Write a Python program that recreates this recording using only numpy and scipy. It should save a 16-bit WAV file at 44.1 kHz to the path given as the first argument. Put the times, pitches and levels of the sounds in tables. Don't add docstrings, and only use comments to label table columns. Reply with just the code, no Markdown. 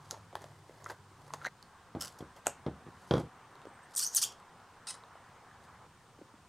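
import sys
import numpy as np
from scipy import signal
from scipy.fft import rfft, irfft, next_fast_len
from scipy.io import wavfile
from scipy.ndimage import uniform_filter1d, map_coordinates

SR = 44100
rng = np.random.default_rng(int(sys.argv[2]) if len(sys.argv) > 2 else 0)


def volts_from_db(level):
    exponent = np.asarray(level, float) / 20
    return 10 ** exponent


def transcribe(u):
    v = np.clip(np.atleast_2d(u).T, -1, 1)
    q = np.round(v * 32767).astype(np.int16)
    wavfile.write(sys.argv[1], SR, q)


N = 285768
CUT_S, SINK_S = 1.487, 4.6


def unit(x):
    return x / np.sqrt(np.mean(x ** 2) + 1e-20)


def along(points, hz):
    f, v = np.transpose(points)
    return np.interp(np.log(hz + 1), np.log(f + 1), v)


def curves(table, s):
    at, *cols = np.transpose(table)
    return [np.interp(s, at, c) for c in cols]


def wobble(count, size=N):
    knots = rng.standard_normal(int(size * count / SR) + 4)
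    return map_coordinates(knots, [np.arange(size) * count / SR])


def filtered(x, response):
    m = next_fast_len(N + SR // 2)
    return irfft(rfft(x, m) * response(np.fft.rfftfreq(m, 1 / SR)), m)[..., :N]


def resonant(x, peaks):
    def response(f):
        total = 0
        for k, (centre, width, db) in enumerate(peaks):
            damping = 1j * f * width
            total = total + (-1) ** k * volts_from_db(db) * damping / (centre * centre - f * f + damping)
        return total
    return filtered(x, response)


def dulled(x):
    return filtered(x, lambda hz: 1 / (1 + (hz / 12700) ** 30))


def add(track, s, sound):
    track[round(s * SR):][:len(sound)] += sound


def rush(spectrum, patchy_db):
    z = signal.stft(rng.standard_normal(N), nperseg=512)[2]
    field = uniform_filter1d(rng.standard_normal(z.shape), size=5, axis=0)
    field = uniform_filter1d(field, size=8, axis=1)
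    patched = signal.istft(z * volts_from_db(patchy_db * unit(field)), nperseg=512)[1][:N]
    return unit(filtered(patched, lambda hz: volts_from_db(along(spectrum, hz))))


# f/Hz, level/dB [dB per Hz]
EARLY_RUMBLE = [(15, -65), (25, -35), (32, -37), (61, -5.5), (146, -2), (232, -15.5), (400, -12.5),
                (520, -29), (880, -120)]
RUMBLE = [(15, -33.5), (25, -20.5), (43, -4.5), (97, 0.5), (182, -3), (286, -12), (400, -9), (520, -58.5),
          (880, -120)]
DRONE = [(150, -35), (250, -6), (292, -13.5), (476, -5), (631, -8.5), (714, -3), (1040, -0.5), (1780, -8.5),
         (2460, -18.5), (3000, -20.5), (3900, -26), (6600, -120)]
HISS = [(1500, -120), (2200, -3.5), (4000, -4), (7000, -6.5), (9600, -6.5), (10000, -19), (13000, -18.5),
        (15800, -20)]
# f/Hz, level/dB [over the rumble]
EARLY_HUM = [(101, 1), (146, -1)]
# f/Hz, level/dB
WHINE = [(1050, -91), (1588, -73)]
# start t/s, rumble level/dB, drone change level/dB
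SHOTS = [
    (0, -65, 2),
    (1.487, -68, -1.5),
    (2.5, -65, -1),
    (3.29, -67.5, -0.5),
    (5.87, -67, -6),
]
# t/s, drone level/dB
TRAFFIC = [(0, -63), (.8, -68), (1.8, -60), (3.4, -57.5), (4.3, -57.5), (4.7, -59), (5.0, -58.5),
           (5.8, -59), (6.48, -57.5)]


def air():
    t = np.arange(N) / SR

    def tone(hz, db, level_rate, phase_depth, phase_rate, sway_db):
        level = volts_from_db(db + sway_db * wobble(level_rate))
        return level * np.sin(2 * np.pi * hz * t + phase_depth * wobble(phase_rate))

    start_s, *shot_db = np.transpose(SHOTS)
    rumble_db, change_db = np.array(shot_db)[:, np.searchsorted(start_s[1:], t)]
    rumble_db = rumble_db + 0.8 * wobble(count=3)
    drone_db = change_db + curves(TRAFFIC, t)[0]
    early = rush(EARLY_RUMBLE, patchy_db=0.3) + sum(tone(hz, db, 6, 1, 9, 2.5) for hz, db in EARLY_HUM)
    rumble = volts_from_db(rumble_db + 2.5) * np.where(t < CUT_S, early, rush(RUMBLE, patchy_db=1.5))
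    drone = volts_from_db(drone_db + 1.0) * rush(DRONE, patchy_db=1.5)
    hiss = volts_from_db(-71.0) * rush(HISS, patchy_db=0.9)
    whine = sum(tone(hz, db + 2.0, 15, 2.0, 12, 1.7) for hz, db in WHINE) * (t > 1.49) * (t < 2.47)
    electrical = volts_from_db(-85.5) * np.sin(2 * np.pi * 3040 * t)
    return rumble + drone + hiss + whine + electrical


# f/Hz, width/Hz, level/dB
RIM = [(2920, 840, -5.5), (4640, 1300, -0.5), (6650, 1960, 0.5), (7700, 2240, -0.5), (11400, 1800, -7)]
# f/Hz, width/Hz, level/dB
THREAD = [(600, 340, 1), (1114, 190, 0.5), (1567, 460, -7), (2115, 210, -9)]
# peak t/s, rise t/s, release t/s, hiss level/dB,
# grind level/dB
STROKES = [(.1, 0.58, 0.29, -54.5, -70), (0.105, 0.006, 0.024, -35, -36), (.354, 0.0088, 0.034, -75, -36),
           (0.411, 0.08, 0.3, -55.5, -47), (.708, 0.066, 0.087, -78, -68), (.85, 0.55, 0.056, -59, -52),
           (.862, 0.019, 0.033, -55, -48), (0.899, 0.033, 0.07, -45.5, -37), (1.33, 0.44, .02, -57, -55),
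           (1.336, 0.011, 0.053, -44, -36.5), (1.449, 0.13, 0.031, -49, -45.5),
           (1.467, 0.03, 0.01, -61, -34), (1.99, 0.013, 0.028, -56, -45), (2.012, 0.02, 0.22, -39.5, -42),
           (2.188, 0.012, .06, -47.5, -61), (2.368, 0.059, 0.073, -56, -47.5),
           (2.462, 0.021, .003, -42, -40), (3.19, 0.4, 0.098, -47, -72), (3.512, 0.087, 0.25, -79.5, -63),
           (3.947, 0.083, .003, -44.5, -60), (5.646, 0.089, .046, -57, -64.5)]


def rub():
    t = np.arange(0, N, 8) / SR
    levels = np.zeros((2, len(t)))
    for s, rise, release, hiss_db, grind_db in STROKES:
        away = np.maximum((s - t) / rise, (t - s) / release)
        levels += np.outer(volts_from_db([hiss_db, grind_db]), volts_from_db(-30 * away))
    levels = np.repeat(levels, 8, axis=1)[:, :N]
    hiss, grind = np.roll(levels, SR // 250, axis=1)
    grains = rng.standard_normal((2, N)) * volts_from_db(3.5 * wobble(2500) + 3 * wobble(150))
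    rim = unit(resonant(resonant(grains[0], RIM), [(6500, 12000, 0)]))
    hollow = unit(resonant(grains[1], THREAD))
    return volts_from_db(-12.5) * hiss * rim + volts_from_db(-8.0) * grind * hollow


# t/s, peak level/dB, ring f/Hz, crack level/dB [over ring]
TURNS = [(0.1033, -55, 895, 5), (0.109, -44.5, 1350, 14.5), (0.117, -57, 1100, 4), (0.1258, -38, 477, -23),
         (0.13, -42, 630, -23), (0.14, -44, 910, -15), (0.1445, -43, 930, -17), (0.154, -46, 600, -20),
         (0.165, -47, 895, -15), (0.174, -45, 600, -22), (0.327, -45, 780, -17), (0.332, -42, 540, -26),
         (0.3531, -25.5, 880, -13.5), (0.418, -46, 460, -6), (0.4407, -38, 620, -10),
         (0.694, -40, 426, -22), (0.709, -47, 487, -23), (0.842, -59, 400, 13.5), (0.8535, -56, 880, 3),
         (0.8602, -31.5, 1270, -26), (0.8607, -43, 1900, -28), (0.8672, -49, 1500, -22),
         (0.89, -51.5, 470, 5.5), (0.898, -38.5, 1640, -12), (0.901, -44, 1140, -8), (0.905, -39, 930, -11),
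         (0.914, -49, 600, -25), (1.114, -52, 320, -25), (1.304, -38.5, 1030, -30),
         (1.336, -28.5, 1000, -7.5), (1.414, -44, 1410, -18), (1.4205, -45, 1320, -14),
         (1.437, -48, 1390, -12), (1.445, -44, 1840, 0.5), (1.449, -26, 1500, -19), (1.456, -40, 1590, -2),
         (1.4603, -34.5, 1670, -5.5), (1.4636, -33, 1760, -20), (1.467, -35, 2010, -8.5),
         (1.4745, -42, 2070, -23)]
# t/s, peak level/dB, ring f/Hz, crack level/dB [over
# ring], crack f/Hz
TAPS = [(1.626, -59, 894, 10, 4400), (2.4568, -53, 1540, 4, 6500), (2.461, -35, 834, -6.5, 3250),
        (2.4785, -35, 600, 0, 8300), (2.4835, -37, 560, -14, 3000), (2.4755, -38, 785, -1.5, 8600),
        (2.4945, -42, 600, -1, 8300), (3.554, -53, 1030, -4.5, 4080), (3.616, -59, 1170, 2.5, 3700),
        (3.653, -37.5, 460, -19, 3070), (3.669, -33.5, 383, -28, 3040), (4.6, -52, 830, -12, 3390),
        (5.1535, -44, 700, -16, 3060), (5.511, -56, 1700, -14, 3140),
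        (3.909, -67, 1010, 8, 5530), (4.399, -60, 1000, 4, 8000), (4.941, -53, 1010, 9, 7300),
         (4.95, -52, 990, 1, 10300), (5.036, -46.5, 1070, -5.5, 3760), (6.188, -38.5, 335, -40, 3000),
         (6.213, -33.5, 410, -40, 3000), (6.2183, -34, 300, -35, 3000), (6.339, -40, 250, -39, 3000)]


def lid():
    ring, crack, t = np.zeros(N + SR), np.zeros(N + SR), np.arange(SR // 10) / SR
    free_s = 1.4
    contacts = TAPS
    for row in TURNS:
        threaded_hz = 6600 if row[3] > -10 else 3400
        contacts = contacts + [row + (4050 if row[0] > free_s else threaded_hz,)]
    for s, db, hz, crack_db, crack_hz in contacts:
        t60 = 0.013 * volts_from_db(-0.22 * (db + 40))
        soft = volts_from_db(-0.45 * crack_db)
        rise = 1 - np.exp(-t / (0.00017 * soft))
        pair = np.sin(2 * np.pi * hz * t) + 0.1 * np.sin(2 * np.pi * 1.83 * hz * t)
        grit = 0.75 / max(soft, 1) * rng.standard_normal(len(t))
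        add(ring, s + 0.000885, -volts_from_db(db + 5.0 - 60 * t / t60) * rise * (pair + grit))
        loose = free_s < s < CUT_S
        snap = (0.4 if loose or s > SINK_S else 1) * rng.standard_normal(len(t))
        snap += 1.24 * np.sin(2 * np.pi * crack_hz * t)
        snap += 1.1 * loose * np.sin(2 * np.pi * 1.5 * crack_hz * t)
        add(crack, s + 0.00082, volts_from_db(db + crack_db + 8.0 - 60 * t / 0.0054) * snap)

    def cavity(hz):
        low_cut = 1j * hz / (1j * hz + 250)
        return low_cut / (1 + 1j * hz / 2600 - (hz / 2300) ** 2) ** 2

    crack = resonant(resonant(crack[:N], RIM), [(6470, 30000, 0)])
    return filtered(ring[:N], cavity) + np.where(np.arange(N) > SR // 5, dulled(crack), crack)


# f/Hz, t60 t/s
KITCHEN = [(100, 0.46), (600, 0.17), (3000, 0.27), (8000, 0.17), (15000, 0.13)]


def kitchen(x):
    hz, t, z = signal.stft(rng.standard_normal(SR // 2), SR, nperseg=256)
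    tail = signal.istft(z * volts_from_db(-60 * t / along(KITCHEN, hz)[:, None]), SR, nperseg=256)[1]
    return signal.fftconvolve(np.pad(x, (180, 0)), tail / np.linalg.norm(tail))[:N]


# t/s, peak level/dB, edge level/dB
KNOCKS = [
    (1.949, -25, -22),
    (2.205, -30, -15.5),
    (2.663, -20.5, -20.5),
    (2.865, -35.5, -22),
]
# t/s, peak level/dB, edge level/dB, sign of first push [+1 or -1]
ROCKS = [
    (3.109, -11.5, -11.5, 1),
    (3.1367, -13.5, -14, -1),
    (3.1386, -19, -30, -1),
    (3.153, -23.5, -11, 1),
    (3.1675, -20, -17, -1),
    (3.179, -21.5, -16, 1),
    (3.198, -23.5, -26, 1),
]
# f/Hz, level/dB, t60 t/s
BOARD = [(74, 14.5, 0.17), (128, 22.5, 0.058), (216, 24.5, 0.022), (348, -30, 0.06), (475, 17, 0.054),
         (680, -32, 0.071)]
# delay t/s, signed gain [ratio]
BOUNCE = [(.0046, 0.072), (.0086, 0.29), (0.011, .3), (0.0199, 0.91)]
# f/Hz, width/Hz, level/dB
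BASE = [(900, 480, 7), (1445, 350, 3), (3400, 700, -1.5), (5600, 1060, -3.5), (7400, 1360, -14.5)]


def jar():
    (track, base, thud), t = np.zeros((3, N + SR)), np.arange(SR // 3) / SR

    def bump(at, width):
        return np.exp(-0.5 * ((t - at) / width) ** 2)

    push = bump(0.003, 0.00052) - 1.05 * bump(0.00135, 0.00029)
    knocks = [k + (1, BOUNCE) for k in KNOCKS]
    rocks = [k + (BOUNCE[:-1],) for k in ROCKS]
    for s, db, edge_db, sign, returns in knocks + rocks:
        body = push.copy()
        for delay, gain in returns:
            body += gain * np.pad(push, (round(delay * SR), 0))[:len(t)]
        modes = 0
        for hz, mode_db, t60 in BOARD:
            decay = volts_from_db(mode_db + 2 * rng.standard_normal() - 60 * t / t60)
            modes = modes + decay * np.sin(2 * np.pi * hz * t)
        add(track, s, sign * volts_from_db(db - 4.5) * (body + 0.056 * modes * (1 - bump(0, 0.0028))))
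        add(thud, s + 0.00102, volts_from_db(db + 2 - 60 * t / 0.13) * rng.standard_normal(len(t)))
        rattle = rng.standard_normal(len(t)) + 0.32 * np.sin(2 * np.pi * 3280 * t)
        add(base, s + 0.00097, volts_from_db(db + edge_db + 7.5 - 60 * t / 0.017) * rattle)
    thud = resonant(resonant(thud[:N], [(408, 484, 0)]), [(400, 500, 0)])
    base = dulled(resonant(resonant(base[:N], BASE), [(2200, 1850, 0.014)]))
    return track[:N] + thud + base


# t/s, peak level/dB, f/Hz, jar mouth level/dB
SNAPS = [(2.0, -45, 5230, -22), (2.008, -32.5, 5200, -20), (2.016, -33.5, 6940, -18),
         (2.035, -36, 5340, -12), (2.0435, -44, 5300, -14), (2.0554, -33.5, 4700, -14),
         (2.0112, -23.5, 5300, -12), (2.0213, -23, 5420, -13), (2.031, -31, 5200, -9),
         (2.04, -35, 5140, -9), (2.048, -30.5, 7950, -7), (2.0586, -37, 5830, -9),
         (2.0724, -37.5, 4400, -9), (2.0795, -35.5, 3560, -17), (2.0904, -46, 7700, -14),
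         (2.188, -43, 5700, -21.5), (2.364, -49, 3200, -4)]
# f/Hz, width/Hz, level/dB
FOIL = [(1410, 260, 3.5), (3000, 240, 4), (5230, 1600, 0), (8000, 2500, -1.5), (11560, 2100, -3)]


def foil():
    track, t = np.zeros(N + SR), np.arange(SR // 20) / SR
    for s, db, hz, mouth_db in SNAPS:
        burst = np.sign(rng.standard_normal(len(t))) + 0.7 * np.sin(2 * np.pi * hz * t)
        mouth_hz = 1450 * (1 + 0.1 * rng.standard_normal())
        mouth = volts_from_db(min(mouth_db, -9) + 3 - 60 * t / 0.022) * np.sin(2 * np.pi * mouth_hz * t)
        add(track, s, volts_from_db(db - 2.5) * (volts_from_db(-60 * t / 0.015) * burst + mouth))
    return resonant(resonant(track[:N], FOIL), [(6500, 16000, 1)])


# f/Hz, level/dB, t60 t/s
POP = [(503, -18, .02), (700, 1, 0.012), (1390, -3, 0.01), (2670, -3.5, .006), (4440, -12, .004),
       (6650, 1, 0.0048), (8070, 2, .007), (7100, 7, 0.0047), (8600, -9, .008), (11200, -5, 0.0059),
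       (12800, -8, 0.0037), (14500, -18, .005)]


def pop():
    track, t = np.zeros(N + SR), np.arange(SR // 20) / SR
    ring = sum(volts_from_db(db - 60 * t / t60) * np.sin(2 * np.pi * hz * t) for hz, db, t60 in POP)
    rise = 1 - np.exp(-t / 0.00057)
    add(track, 2.4686, -volts_from_db(-14) * rise * ring)
    return track[:N]


# t/s, level/dB
CHIRPS = [
    (3.66, -70.5),
    (3.73, -69.5),
    (3.818, -64.5),
]


def bird():
    long_s, start_hz, rise_hz = 0.042, 8000, 750
    track, t = np.zeros(N + SR), np.arange(round(long_s * SR)) / SR
    glide = np.sin(2 * np.pi * (start_hz + rise_hz * t / long_s / 2) * t)
    note = np.sin(np.pi * t / long_s) * glide
    for s, db in CHIRPS:
        add(track, s, volts_from_db(db + 3.8 * wobble(count=150, size=len(t))) * note)
    return track[:N]


# t/s, slip rate f/Hz, pressure level/dB, roughness [0-1]
NICK = [(3.9505, 5000, -41, 0.26), (3.9517, 4400, -34, .3), (3.9535, 3600, -46, 0.27)]
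BITE = [(3.96, 4850, -45.5, .1), (3.962, 4520, -33.5, 0.14), (3.965, 3600, -31.5, .05),
        (3.966, 3330, -46, 0.3), (3.969, 2900, -29.5, .2)]
SKID = [(3.969, 4880, -26.5, .05), (3.971, 4640, -31, 0.059), (3.974, 4010, -35.5, 0.16),
        (3.979, 2760, -26.5, .3), (3.982, 2990, -31, 0.32), (3.985, 4020, -31, .12),
        (3.988, 4680, -37.5, .04), (3.99, 3970, -34.5, 0.17), (3.996, 2307, -23.5, 0.497)]
DRAG = [(3.998, 1587, -33, 0.5), (4.002, 1120, -30.5, .35), (4.008, 1192, -33, .4), (4.013, 1248, -34, .2),
        (4.017, 1360, -35, 0.3), (4.021, 1452, -35, .12), (4.028, 1515, -31, 0.13),
        (4.031, 1570, -33, 0.22)]
CLIMB = [(4.03, 2340, -28.5, .2), (4.037, 2960, -31.5, .12), (4.037, 3160, -34, .1),
         (4.0395, 3260, -30, .4), (4.0405, 4280, -34.5, .1), (4.045, 4580, -30, .06),
         (4.046, 4950, -34, .1), (4.049, 6000, -30, .2)]
STUTTER = [(4.05, 6070, -34, 0.26), (4.051, 6500, -43, .3), (4.054, 6800, -34.5, .2),
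           (4.054, 6650, -53, .2), (4.0548, 6500, -27, .15), (4.056, 6160, -46, .3),
           (4.059, 6200, -35, 0.17), (4.061, 5750, -40, .1)]
HOLD = [(4.061, 5600, -45, .06), (4.066, 5990, -25.5, .04), (4.069, 6450, -33, .06),
        (4.072, 6360, -49, .15), (4.0745, 6500, -27, 0.083), (4.079, 6470, -48, 0.17),
        (4.085, 6500, -55, .3), (4.0875, 6300, -37, 0.22), (4.09, 6300, -54, .4)]
LEAN = [(4.091, 6340, -61, 0.35), (4.127, 6230, -48.5, .5), (4.141, 6200, -40.5, 0.92),
        (4.146, 6000, -38, 0.39), (4.146, 5980, -45.5, .4)]
SHOVE = [(4.148, 4090, -23.5, 0.41), (4.151, 4090, -34, 0.16), (4.155, 3700, -32, .1),
         (4.157, 3830, -31.5, 0.11), (4.161, 3580, -31, 0.074), (4.162, 3390, -21.5, .03),
         (4.166, 3190, -22, 0.034), (4.17, 3040, -21, 0.048), (4.172, 2940, -24.5, 0.14)]
STALL = [(4.172, 2936, -25.5, 0.16), (4.176, 2690, -28, .4), (4.179, 2084, -23.5, 0.85),
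         (4.185, 1510, -29, 0.88), (4.191, 1057, -33.5, 0.43), (4.195, 774, -36, 0.64),
         (4.199, 680, -44.5, .7)]
TWIST = [(4.215, 805, -30, 0.33), (4.22, 1051, -30.5, 0.13), (4.223, 1133, -29.5, 0.17),
         (4.229, 1304, -24.5, 0.34)]
FLICK = [(4.229, 2040, -28, 0.33), (4.232, 2470, -27, 0.28), (4.236, 2756, -31.5, .1),
         (4.24, 3200, -24.5, .06), (4.243, 3400, -36.5, .2), (4.252, 3520, -36, 0.21),
         (4.26, 3440, -59, .5)]
SLIP = [(4.32, 3220, -52, 0.2), (4.326, 2560, -56, 0.25)]
SCOOP = [(4.869, 864, -50, .3), (4.871, 917, -40, 0.2), (4.879, 1340, -40.5, 0.22), (4.882, 1410, -46, 0.2),
         (4.884, 1390, -43, .2), (4.885, 1314, -36.5, 0.15), (4.889, 1301, -37.5, 0.1),
         (4.895, 1270, -38, 0.2), (4.9008, 1290, -41, .2)]
LIFT = [(4.9011, 1114, -38.5, 0.25), (4.91, 982, -37.5, 0.2), (4.9125, 1060, -39, .25),
        (4.915, 1050, -55, .5), (4.922, 1045, -64, 0.53), (4.94, 1034, -56, 0.62), (4.956, 1004, -54, .8)]
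LOWEST_DB = [-28, -27, -7, 1, -3, 5, 3.5, 5.5, -15.5, -18, -4.5, 4, 2.5, -14, -10.5]
# f/Hz, level/dB [dB per Hz]
SPOON = [(470, -34.5), (800, -22.5), (1850, -15), (2200, -30.5), (3080, -14), (3860, -15.5), (4370, -6.5),
         (6040, -1), (7110, -8.5), (9590, -3), (10900, -20), (14100, -14), (14900, -26.5), (15400, -44.5)]
SUNK = [(350, -51), (600, -9), (1360, 0), (2360, -18), (2520, -16.5), (3410, -9), (4500, -4.5),
        (5300, -4.5), (6400, -9.5), (7300, -12), (8890, 0), (12400, -30), (15800, -36)]
# f/Hz, width/Hz, level/dB
BOWL = [(4540, 250, -13.5), (6220, 240, -7), (8000, 250, -7.5), (9900, 500, -13), (11900, 500, -22),
        (13880, 310, -9.5)]


def spoon():
    track = np.zeros(N + SR)

    def colour(spectrum, hz):
        return volts_from_db(6.5 + along(spectrum, hz))

    strokes = [NICK, BITE, SKID, DRAG, CLIMB, STUTTER, HOLD, LEAN, SHOVE, STALL, TWIST, FLICK, SLIP, SCOOP, LIFT]
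    for stroke, lowest_db in zip(strokes, LOWEST_DB):
        s = stroke[0][0]
        n = round((stroke[-1][0] - s) * SR) + 44
        hz, db, rough = curves(stroke, s + np.arange(n) / SR)
        rough = np.clip(rough + 0.02, 0.04, 0.95)
        order = np.arange(1, 0.42 * SR / hz.min())[:, None]
        sway = 0.035 * np.sqrt(rough) * wobble(count=130, size=n)
        tremble = 0.014 * wobble(count=350, size=n) + 0.1 * rough * wobble(count=1200, size=n)
        rate = hz * (1 + sway + tremble)
        spread = 4 * rng.random(order.shape)
        flicker = 5.5 * np.sqrt(rough) * np.array([wobble(count=170, size=n) for _ in order])
        uneven = volts_from_db(flicker + lowest_db * (order == 1)) * (order * rate < 0.4 * SR)
        heard = uneven * colour(SUNK if s > SINK_S else SPOON, order * rate)
        phase = order * np.cumsum(2 * np.pi * rate / SR) + spread
        slips = np.sum(uneven * np.cos(phase), axis=0)
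        slips = slips / np.sqrt(np.sum(heard ** 2, axis=0) / 2)
        slips = np.sqrt(1 - rough) * slips + np.sqrt(rough) * rng.standard_normal(n)
        to_end = np.minimum(np.arange(n), np.arange(n)[::-1])
        edges = np.sqrt(np.minimum(1, to_end / 44))
        add(track, s, volts_from_db(db - 1 + 1.3 * wobble(count=400, size=n)) * edges * slips)
    sunk = np.arange(N) > SINK_S * SR
    open_air, in_sauce = track[:N] * ~sunk, track[:N] * sunk
    bright = resonant(open_air, BOWL) + filtered(open_air, lambda hz: colour(SPOON, hz))
    return bright + filtered(in_sauce, lambda hz: colour(SUNK, hz))


def scene():
    near, knocks, squeaks = lid() + foil() + pop(), jar(), spoon()
    first = np.arange(N) < CUT_S * SR
    room = volts_from_db(-12.0) * (kitchen(near * first) * first + kitchen(near * ~first))
    knocks = knocks + volts_from_db(-11.5) * kitchen(knocks)
    knocks = filtered(knocks, lambda hz: 1 - 1 / (1 + (hz / 55) ** 8))
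    knocks = knocks * np.clip((3.29 - np.arange(N) / SR) / 0.008, 0, 1)
    room = room + volts_from_db(-8.5) * kitchen(squeaks)
    mono = near + knocks + squeaks + room + rub() + air() + bird()
    return np.array([mono, mono])


def low_pass(x):
    return signal.sosfilt(signal.butter(12, 15850, fs=SR, output="sos"), x)


# f/Hz, level/dB
TRACE = [(60, -38), (250, -46), (1000, -35), (2400, -28.5), (5000, -37), (8500, -47), (13000, -38)]


def record(dry):
    def band(hz):
        low_cut = (hz ** 2 / (hz ** 2 - 58 ** 2 - 1.3j * hz * 58)) ** 2
        return low_cut * (hz < 16000)

    cut = filtered(dry, band)
    trace = filtered(cut[0] * wobble(count=40), lambda hz: volts_from_db(along(TRACE, hz)))
    hiss = resonant(resonant(rng.standard_normal(N), [(3500, 6100, 1)]), [(3500, 10000, 1)])
    trace = trace + volts_from_db(-73.0) * hiss
    drift = volts_from_db(-78.0) * np.array([wobble(count=70), wobble(count=70)])
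    mix = cut + drift + trace * [[1], [-1]]
    return low_pass(mix)


dry = scene()
out = record(dry)
transcribe(out)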